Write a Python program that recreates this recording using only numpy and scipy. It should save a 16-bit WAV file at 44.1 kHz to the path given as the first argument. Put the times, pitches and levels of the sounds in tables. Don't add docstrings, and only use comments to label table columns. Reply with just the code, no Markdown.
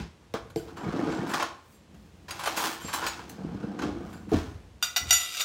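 import sys
import numpy as np
from scipy import signal
from scipy.fft import rfft, irfft
from scipy.io import wavfile
from scipy.ndimage import uniform_filter1d

SR = 44100
rng = np.random.default_rng(int(sys.argv[2]) if len(sys.argv) > 2 else 0)


def wav_record(signal):
    frames = np.transpose(np.atleast_2d(signal))
    bounded = np.clip(frames, -1, 1)
    quanta = np.round(bounded * 32767).astype(np.int16)
    wavfile.write(sys.argv[1], SR, quanta)


N = 239972
TIME = np.arange(N) / SR
SWELL_DB = 30

# f/Hz, level/dB, t60/s before each function shortens it
CABINET = [(169, -7, 0.235), (198.4, -2, 0.11), (266.3, 2.5, 0.063), (329.6, -7.5, 0.19), (357, -30.5, 0.1),
           (438, 1, 0.084), (572, -15, 0.35), (651, -1.5, 0.11), (720, -2, 0.17), (903, -23, 0.054),
           (1050, -5, 0.036), (1208, 5.5, 0.041), (1570, 13, 0.066)]
# f/Hz, level/dB, t60/s
FLOORBOARDS = [(64.7, 1.5, 0.13), (82.2, -4.5, 0.28), (100, -10.5, 0.078)]
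# t/s, level/dB, favoured f/Hz
ROLL = [
    [(.6, -56, 330), (.65, -42, 322), (.74, -44.5, 199), (.91, -24, 230), (1.17, -24.5, 338),
     (1.26, -28.5, 218), (1.38, -47, 304), (1.5, -84, 302)],
    [(3.1, -59, 270), (3.35, -39.5, 225), (3.45, -35.5, 189), (3.56, -34.5, 194), (3.65, -31, 209),
     (3.78, -35, 250), (3.86, -30, 263), (3.98, -36, 258), (4.07, -36, 187), (4.26, -45.5, 206)],
]
# f/Hz, gain/dB
SPARK = [(1000, -27), (1800, -4), (2500, -2.5), (5800, -9), (8500, -16.5), (12400, -20), (15000, -16)]
# f/Hz, level/dB, t60/s
CUTLERY = [(1024, -3, 0.036), (1482, 3, .05), (2390, -18, 0.061), (3093, -4, 0.13), (4200, -4, 0.057),
           (4730, 0, 0.067), (6100, -8, 0.056), (6820, -1, 0.032), (7330, -11, 0.12), (7500, -0.5, 0.18),
           (8760, -1.5, .06), (9730, -3, 0.032), (11550, -4.5, 0.12), (11800, -23, .04), (11900, -9, 0.087),
           (14300, -5, .04), (15800, -18, .04)]
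# peak t/s, level/dB, rise/s, fall/s, cabinet over floor/dB
STEPS = [(0, -25, .01, 0.095, -8), (.48, -41, 0.6, 1.5, -21), (1.39, -55, .1, 0.21, -9),
         (1.7, -61, 0.14, 0.18, -6), (1.96, -51.5, 0.27, 0.25, 5), (2.3, -46.5, 0.89, 1.1, -6),
         (2.84, -47, 0.12, 3, -4), (3.48, -48, 0.45, 0.19, -33), (3.83, -38.5, 0.061, 0.63, -17),
         (4.5, -36, 0.73, 0.57, -19.5), (5.041, -31, 0.079, 0.19, -34)]
# peak t/s, tray level/dB, rise/s, fall/s, clatter over tray/dB, steel over tray/dB
STIRS = [(0, -38, .01, 0.13, 0, -26), (.232, -57, 0.046, 0.077, -28, -16),
         (0.343, -23.5, 0.0054, .075, -9.5, -26), (.565, -54.5, .004, 0.27, 8, 6),
         (.685, -44, 0.028, 0.077, -9.5, -33), (0.771, -38, 0.011, 0.85, -13.5, -30),
         (1.12, -46, .1, .15, 4, -17), (1.31, -32, 0.11, 0.18, -10, -20),
         (1.339, -19, 0.0064, 0.11, -6.5, -15), (1.4, -26.5, 0.0043, 0.13, -1.5, -34),
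         (1.432, -27.5, 0.031, 0.034, -8, -36), (1.74, -67.5, 0.25, 0.085, -4, 15),
         (1.97, -74, 0.17, 3.8, 9, 8), (2.284, -37, 0.0035, 0.74, -1.5, -17),
         (2.484, -31, 0.13, 0.3, 0, -10), (2.569, -32, 0.007, 0.2, -1.5, 5.5),
         (2.652, -23.5, 0.12, 0.18, -3, -5.5), (2.892, -44.5, 0.22, 0.53, 4.5, -24),
         (2.938, -24.5, 0.0057, 0.11, -13, -4), (3.047, -30.5, 0.21, 0.075, -5.5, -30),
         (3.069, -34.5, 0.058, 0.27, 1, -10), (3.2, -41, 0.043, 0.058, -16, -32),
         (3.295, -55, .003, 0.045, 2, 20), (3.792, -36, 0.012, 0.079, -4, -30),
         (3.821, -37, 0.013, 0.16, 0, -41), (4.061, -56, 0.1, 0.091, -20, -14),
         (4.12, -52.5, 0.18, 0.3, -6, -4), (4.338, -29, 0.045, 0.23, -3.5, -15.5)]


def undb(db):
    return 10 ** (np.asarray(db) / 20)


def level(x, db):
    return x * undb(db) / np.sqrt(np.mean(x ** 2))


def follow(tables, column):
    out, gate = np.zeros(N), np.zeros(N)
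    for table in map(np.array, tables):
        inside = (TIME >= table[0, 0]) & (TIME <= table[-1, 0])
        out[inside] = np.interp(TIME[inside], table[:, 0], table[:, column])
        gate[inside] = 1
    return out, gate


def envelope(tables):
    db, gate = follow(tables, column=1)
    return undb(db) * gate


def swells(peak_s, db, rise_s, fall_s):
    out = np.zeros(N)
    for s, top, rise, fall in zip(*np.broadcast_arrays(peak_s, db, rise_s, fall_s)):
        late = TIME - s
        drop = np.maximum(-late / max(rise, .002), late / max(fall, .002))
        out += undb(top - SWELL_DB * drop)
    return out


def colour(x, spectrum):
    hz, db = np.transpose(spectrum)
    log_hz = np.log(np.maximum(np.linspace(0, SR / 2, num=1025), 1))
    log_gain = np.interp(log_hz, np.log(hz), db) * np.log(10) / 20
    cepstrum = irfft(log_gain)
    cepstrum[1:1024] *= 2
    cepstrum[1025:] = 0
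    response = irfft(np.exp(rfft(cepstrum)))
    return signal.fftconvolve(x, response)[:len(x)]


def mode(force, hz, db, t60):
    r = np.exp(-np.log(1000) / (max(t60, .01) * SR))
    w = 2 * np.pi * hz / SR
    return undb(db) * signal.lfilter([.5, 0, -.5], [1, -2 * r * np.cos(w), r * r], force)


def favour(hz, centre_hz, slope_db, most_db):
    octaves = np.abs(np.log2(hz / np.maximum(centre_hz, 1)))
    return undb(-np.minimum(slope_db * octaves, most_db))


def clicks(rate, spread_db):
    hit = rng.random(N) < rate / SR
    strength = rng.standard_normal(N) * undb(spread_db * rng.random(N))
    return level(hit * strength, 0)


def blow(chatter_s, rebound):
    t = TIME[:SR // 2]
    force = rebound * rng.laplace(size=len(t)) * np.exp(-(t / max(chatter_s, .001)) ** 2)
    force[0] = 1
    return force


def add(out, sound, s, db):
    i = int(s * SR)
    out[i:i + len(sound)] += (sound * undb(db) / np.abs(sound).max())[:N - i]


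def floor():
    still_db = -70
    push = undb(still_db) + swells(*np.transpose(STEPS)[:4])
    force = rng.standard_normal(N) * push
    return undb(-34.5) * sum(mode(force, *m) for m in FLOORBOARDS)


def hiss():
    # f/Hz, gain/dB
    air_tone = [(71, -14), (120, 4), (535, -3), (668, -9), (1000, -7.5), (1250, -12), (2590, -13.5),
                (7400, -21.5), (15000, -37)]
    return level(colour(rng.standard_normal(N), air_tone), -60)


def drawer():
    press_db, press_hz = -9, 316
    step_hz = 182
    bumps = level(uniform_filter1d(clicks(1200, spread_db=9), size=24), 0)
    s, db, rise, fall, cabinet_db = np.transpose(STEPS)
    roll_hz, _ = follow(ROLL, column=2)
    press = undb(press_db) * swells(*np.transpose(STIRS)[:4])
    step = swells(s, db + cabinet_db, rise, fall)
    loads = [(envelope(ROLL), roll_hz), (press, press_hz), (step, step_hz)]
    body = np.zeros(N)
    for hz, db, t60 in CABINET:
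        push = sum(load * favour(hz, centre_hz, slope_db=31.5, most_db=22.0) for load, centre_hz in loads)
        body += mode(bumps * push, hz, db, 0.71 * t60)
    return undb(-37.5) * body


def stirring():
    ride_db, ride_slope, full_roll_db = -38, 1.16, -26
    ride_clatter_db, ride_steel_db = -9, -28
    settle_db, settle_s, settle_clatter_db = -24.5, 0.26, 7.5
    s, db, rise, fall, clatter_db, steel_db = np.transpose(STIRS)
    roll_db, rolling = follow(ROLL, column=1)
    ride = rolling * undb(ride_db + ride_slope * (roll_db - full_roll_db))
    settle = swells(s, db + settle_db, rise, settle_s)
    settle_clatter = swells(s, db + settle_db + clatter_db + settle_clatter_db, rise, settle_s)
    push = swells(s, db, rise, fall) + settle + ride
    rattle = swells(s, db + clatter_db, rise, fall) + undb(ride_clatter_db) * ride + settle_clatter
    shimmer = swells(s, db + steel_db, rise, fall) + undb(ride_steel_db) * (ride + settle)
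    return push, rattle, shimmer


def utensils():
    # f/Hz, gain/dB
    tray_tone = [(250, -35.5), (400, -9.5), (440, -4.5), (630, -4.5), (1080, 3), (1500, 1), (1800, -6.5),
                 (2400, -13), (3200, -16.5), (5300, -79.5)]
    # t/s, level/dB (tray peaks 9 dB lower), treble over that level/dB, chatter/s
    clacks = [(0.501, -37, -10, 0.01), (0.769, -28.5, -15.5, 0.0092), (1.274, -25, -16, 0.011),
              (1.292, -21, -14, 0.048), (1.336, -7.5, -24, 0.0071), (1.399, -13, -25, 0.017),
              (1.425, -8, -18.5, 0.0056), (1.943, -42, -12, 0.013), (2.287, -36, -5, 0.01),
              (2.308, -26, 1, 0.0069), (2.392, -21, -13.5, 0.028), (2.436, -18.5, -9.5, 0.011),
              (2.458, -16.5, -8.5, 0.018), (2.473, -8.5, -18.5, 0.0085), (2.571, -15.5, -9, 0.033),
              (2.639, -12.5, -28, 0.012), (2.883, -20, -15, 0.019), (2.93, -18, -6.5, 0.035),
              (3.024, -13.5, -22, 0.044), (3.065, -14, -6.5, 0.019), (3.195, -32, -24, 0.011),
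              (3.297, -42, 7.5, 0.0021), (3.791, -20.5, -24, 0.0099), (3.822, -19, -22.5, 0.021),
              (4.129, -41, -4, 0.015), (4.29, -33, -17, 0.03)]
    steel_hz = 7800
    force = clicks(3500, spread_db=-1)
    spark = colour(force, SPARK)
    steel = signal.sosfilt(signal.butter(4, steel_hz, "high", fs=SR, output="sos"), spark)
    clatter = signal.sosfilt(signal.butter(4, steel_hz, fs=SR, output="sos"), spark)
    push, rattle, shimmer = stirring()
    thump = level(colour(force, tray_tone), 0)
    out = undb(-9.5) * (push * thump + rattle * level(clatter, 0) + shimmer * level(steel, 0))
    for hz in 700 * 2 ** np.sort(rng.uniform(0, 3.3, size=14)):
        drive = (rattle if hz > 2300 else push) * clicks(60, spread_db=9)
        out += mode(drive, hz, -39 - 2.5 * np.log2(hz / 1000), .035)
    for s, db, bright_db, chatter_s in clacks:
        force = blow(chatter_s, rebound=0.48)
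        add(out, colour(force, tray_tone), s, db - 9)
        add(out, colour(force, SPARK), s, db + bright_db)
        shift = rng.uniform(.85, 1.02, len(CUTLERY))
        ring = sum(mode(force, k * hz, g, t60) for k, (hz, g, t60) in zip(shift, CUTLERY))
        add(out, ring, s, db + bright_db - 4.5)
    return out


def knocks():
    # t/s, peak level/dB, favoured f/Hz, crack over peak/dB, floor boom over peak/dB, chatter/s
    cabinet_blows = [(.339, -18.5, 360, -8, -27, 0.006), (0.56, -18.5, 313, -10, -34, 0.01),
                     (0.863, -21.5, 171, -35, -16, 0.0028), (0.991, -22, 263, -35, -35, 0.0083),
                     (1.079, -21.5, 273, -25, -18, 0.0029), (1.186, -22.5, 282, -35, -19.5, 0.01),
                     (2.843, -28, 314, -14, -15, 0.013), (3.446, -27, 180, -36, -13, 0.0051),
                     (3.545, -23, 177, -27, -28, 0.0066), (3.641, -20.5, 235, -40, -25, 0.0037),
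                     (3.918, -48, 260, -40, -37, 0.007), (4.271, -31.5, 163, -35, -27, 0.016),
                     (4.317, -14, 398, -22, -8, 0.017), (4.338, -13, 283, -24, -7.5, 0.025)]
    out = np.zeros(N)
    for s, db, centre_hz, crack_db, boom_db, chatter_s in cabinet_blows:
        push = np.convolve(blow(chatter_s, rebound=.15), np.hanning(int(SR / centre_hz / 2)))
        body = sum(mode(push * favour(hz, centre_hz, slope_db=10, most_db=23), hz, g, 0.82 * t60)
                   for hz, g, t60 in CABINET)
        add(out, body, s, db)
        add(out, colour(blow(0.0026, rebound=1.0), SPARK), s, db + crack_db)
        slow_push = np.convolve(push, np.hanning(250))
        add(out, sum(mode(slow_push, *m) for m in FLOORBOARDS), s, db + boom_db)
    return out


def jingle():
    shakes = [(0.563, -43, 0.081, -1.5), (.77, -59, .12, 3), (1.1, -59, 0.23, -8), (1.32, -38, .02, .1),
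              (1.73, -65, 0.13, 4), (2.29, -60, 0.74, 5), (2.46, -48, 0.014, -5), (2.808, -44.5, .3, 3),
              (2.935, -42, 0.033, 6), (4.14, -59, 0.11, -6)]
    s, db, fall, lean = np.transpose(shakes)
    out = np.zeros(N)
    for hz, g, t60 in CUTLERY:
        top_db = db + np.clip(lean, -9, 9) * np.log2(hz / 8000)
        shake = swells(s, top_db, 0.013, fall)
        out += mode(shake * clicks(92, spread_db=3), hz, g, t60)
    return undb(-29.5) * out


def random_sign():
    return rng.choice([-1, 1])


def fork_on_plate():
    plate_hz = [725, 1351, 1986, 2390, 2778, 3719, 4371, 4655, 4910, 5780, 6228, 6984, 7348, 8355, 8850,
                9670, 11132, 11530, 12750, 13370, 14395, 15040]
    # level/dB, t60/s when free
    plate_ring = [(-11, 0.19), (-12.5, 0.61), (-11, 0.57), (-18, 0.43), (-14.5, 1), (-3, 0.32), (-39, .37),
                  (-3, 0.28), (-29, 0.25), (-4, 0.57), (-31, 0.28), (1, 0.22), (-20, 0.3), (-8, 0.25),
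                  (-20, 0.23), (-14, 0.49), (-17, 0.48), (-17.5, 0.47), (-9.5, 0.29), (-18, 0.51),
                  (-18, 0.21), (-25, 0.31)]
    fork_hz = [1270, 1385, 2476, 2820, 2955, 3435, 3620, 3678, 3771, 4710, 4823, 5679, 6309, 7025, 7887,
               8398, 10300, 13737, 15250]
    # level/dB, t60/s when free
    fork_ring = [(-46, 0.42), (1.5, 0.055), (-13, 0.44), (-5, 0.26), (-14, 0.35), (-14, 0.16), (-7.5, 0.29),
                 (-9, 0.13), (-33, 0.28), (-10.5, 0.15), (-1, 0.077), (-20, .11), (-6, 0.24), (-31, 0.11),
                 (-11.5, 0.15), (-27, .14), (-16, 0.15), (-7, 0.15), (-13, 0.092)]
    # t/s, plate peak/dB, fork over plate/dB, plate lean/dB per octave, free ringing 0-1, chatter/s
    taps = [(4.826, -18, 5, 0, 0.24, 0.011), (4.962, -16, 1, -2.5, 0.12, 0.018),
            (5.1075, -5, -7, 0.5, 0.29, 0.0028), (5.127, -12, -6, 4.5, 0.92, 0.0046),
            (5.347, -39, 11.5, -4.5, 1, 0.006), (5.410, -22.5, 0, 1, 0.2, 0.013)]
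    # peak t/s, level/dB, rise/s, fall/s
    scrapes = [(4.838, -19.5, 0.018, 0.055), (4.88, -38.5, .05, 0.28), (5.098, -20, 0.044, 0.02),
               (5.138, -20.5, 0.022, 0.62), (5.33, -59, 0.2, 0.54), (5.407, -18.5, 0.075, 0.045)]
    # f/Hz, gain/dB
    glaze_tone = [(400, -26), (900, -32), (2000, 0.5), (3600, 5.5), (5000, -5.5), (8500, -10), (9300, -18),
                  (13000, -33), (16000, -6)]
    out = np.zeros(N)
    plate = [(hz, *ring) for hz, ring in zip(plate_hz, plate_ring)]
    fork = [(hz, *ring) for hz, ring in zip(fork_hz, fork_ring)]
    for s, db, fork_db, lean, free, chatter_s in taps:
        force = blow(chatter_s, rebound=0.062)
        plate_sound = sum(random_sign() * mode(force, hz, g + lean * np.log2(hz / 4000), free * t60)
                          for hz, g, t60 in plate)
        fork_sound = sum(random_sign() * mode(force, hz, g, free * t60) for hz, g, t60 in fork)
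        add(out, plate_sound, s, db)
        add(out, fork_sound, s, db + fork_db)
        add(out, colour(blow(chatter_s, rebound=0.86), glaze_tone), s, db - 6)
    drag = clicks(4000, spread_db=18)
    push = swells(*np.transpose(scrapes))
    buzz = sum(mode(drag * push, hz, g, 0.12 * t60) for hz, g, t60 in plate + fork)
    scrape = push * level(colour(drag, glaze_tone), -15.5)
    return out + undb(-39.5) * buzz + scrape


def room(x):
    # middle f/Hz, t60/s
    echo_bands = [(150, 0.3), (500, 0.45), (1500, 0.41), (4500, 0.29), (12000, 0.25)]
    t = TIME[:SR // 2]
    tail = np.zeros(len(t))
    for hz, t60 in echo_bands:
        edges = [hz / np.sqrt(3), min(hz * np.sqrt(3), .45 * SR)]
        band = signal.butter(2, edges, "band", fs=SR, output="sos")
        tail += signal.sosfilt(band, rng.standard_normal(len(t))) * undb(-60 * t / t60)
    tail *= np.clip((t - .003) / 0.0035, 0, 1)
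    return signal.fftconvolve(x, tail / np.sqrt(np.sum(tail ** 2)))[:N]


def scene():
    far = knocks() + drawer() + utensils() + jingle()
    near = fork_on_plate()
    echo = room(undb(-9.5) * far + undb(-6.0) * near)
    return (far + near + echo + floor() + hiss())[None]


def record(dry):
    bass_cut = signal.butter(8, 47, "high", fs=SR, output="sos")
    top_cut = signal.ellip(8, .2, 75, 15700, fs=SR, output="sos")
    return signal.sosfilt(top_cut, signal.sosfilt(bass_cut, dry))


dry = scene()
out = record(dry)
wav_record(out)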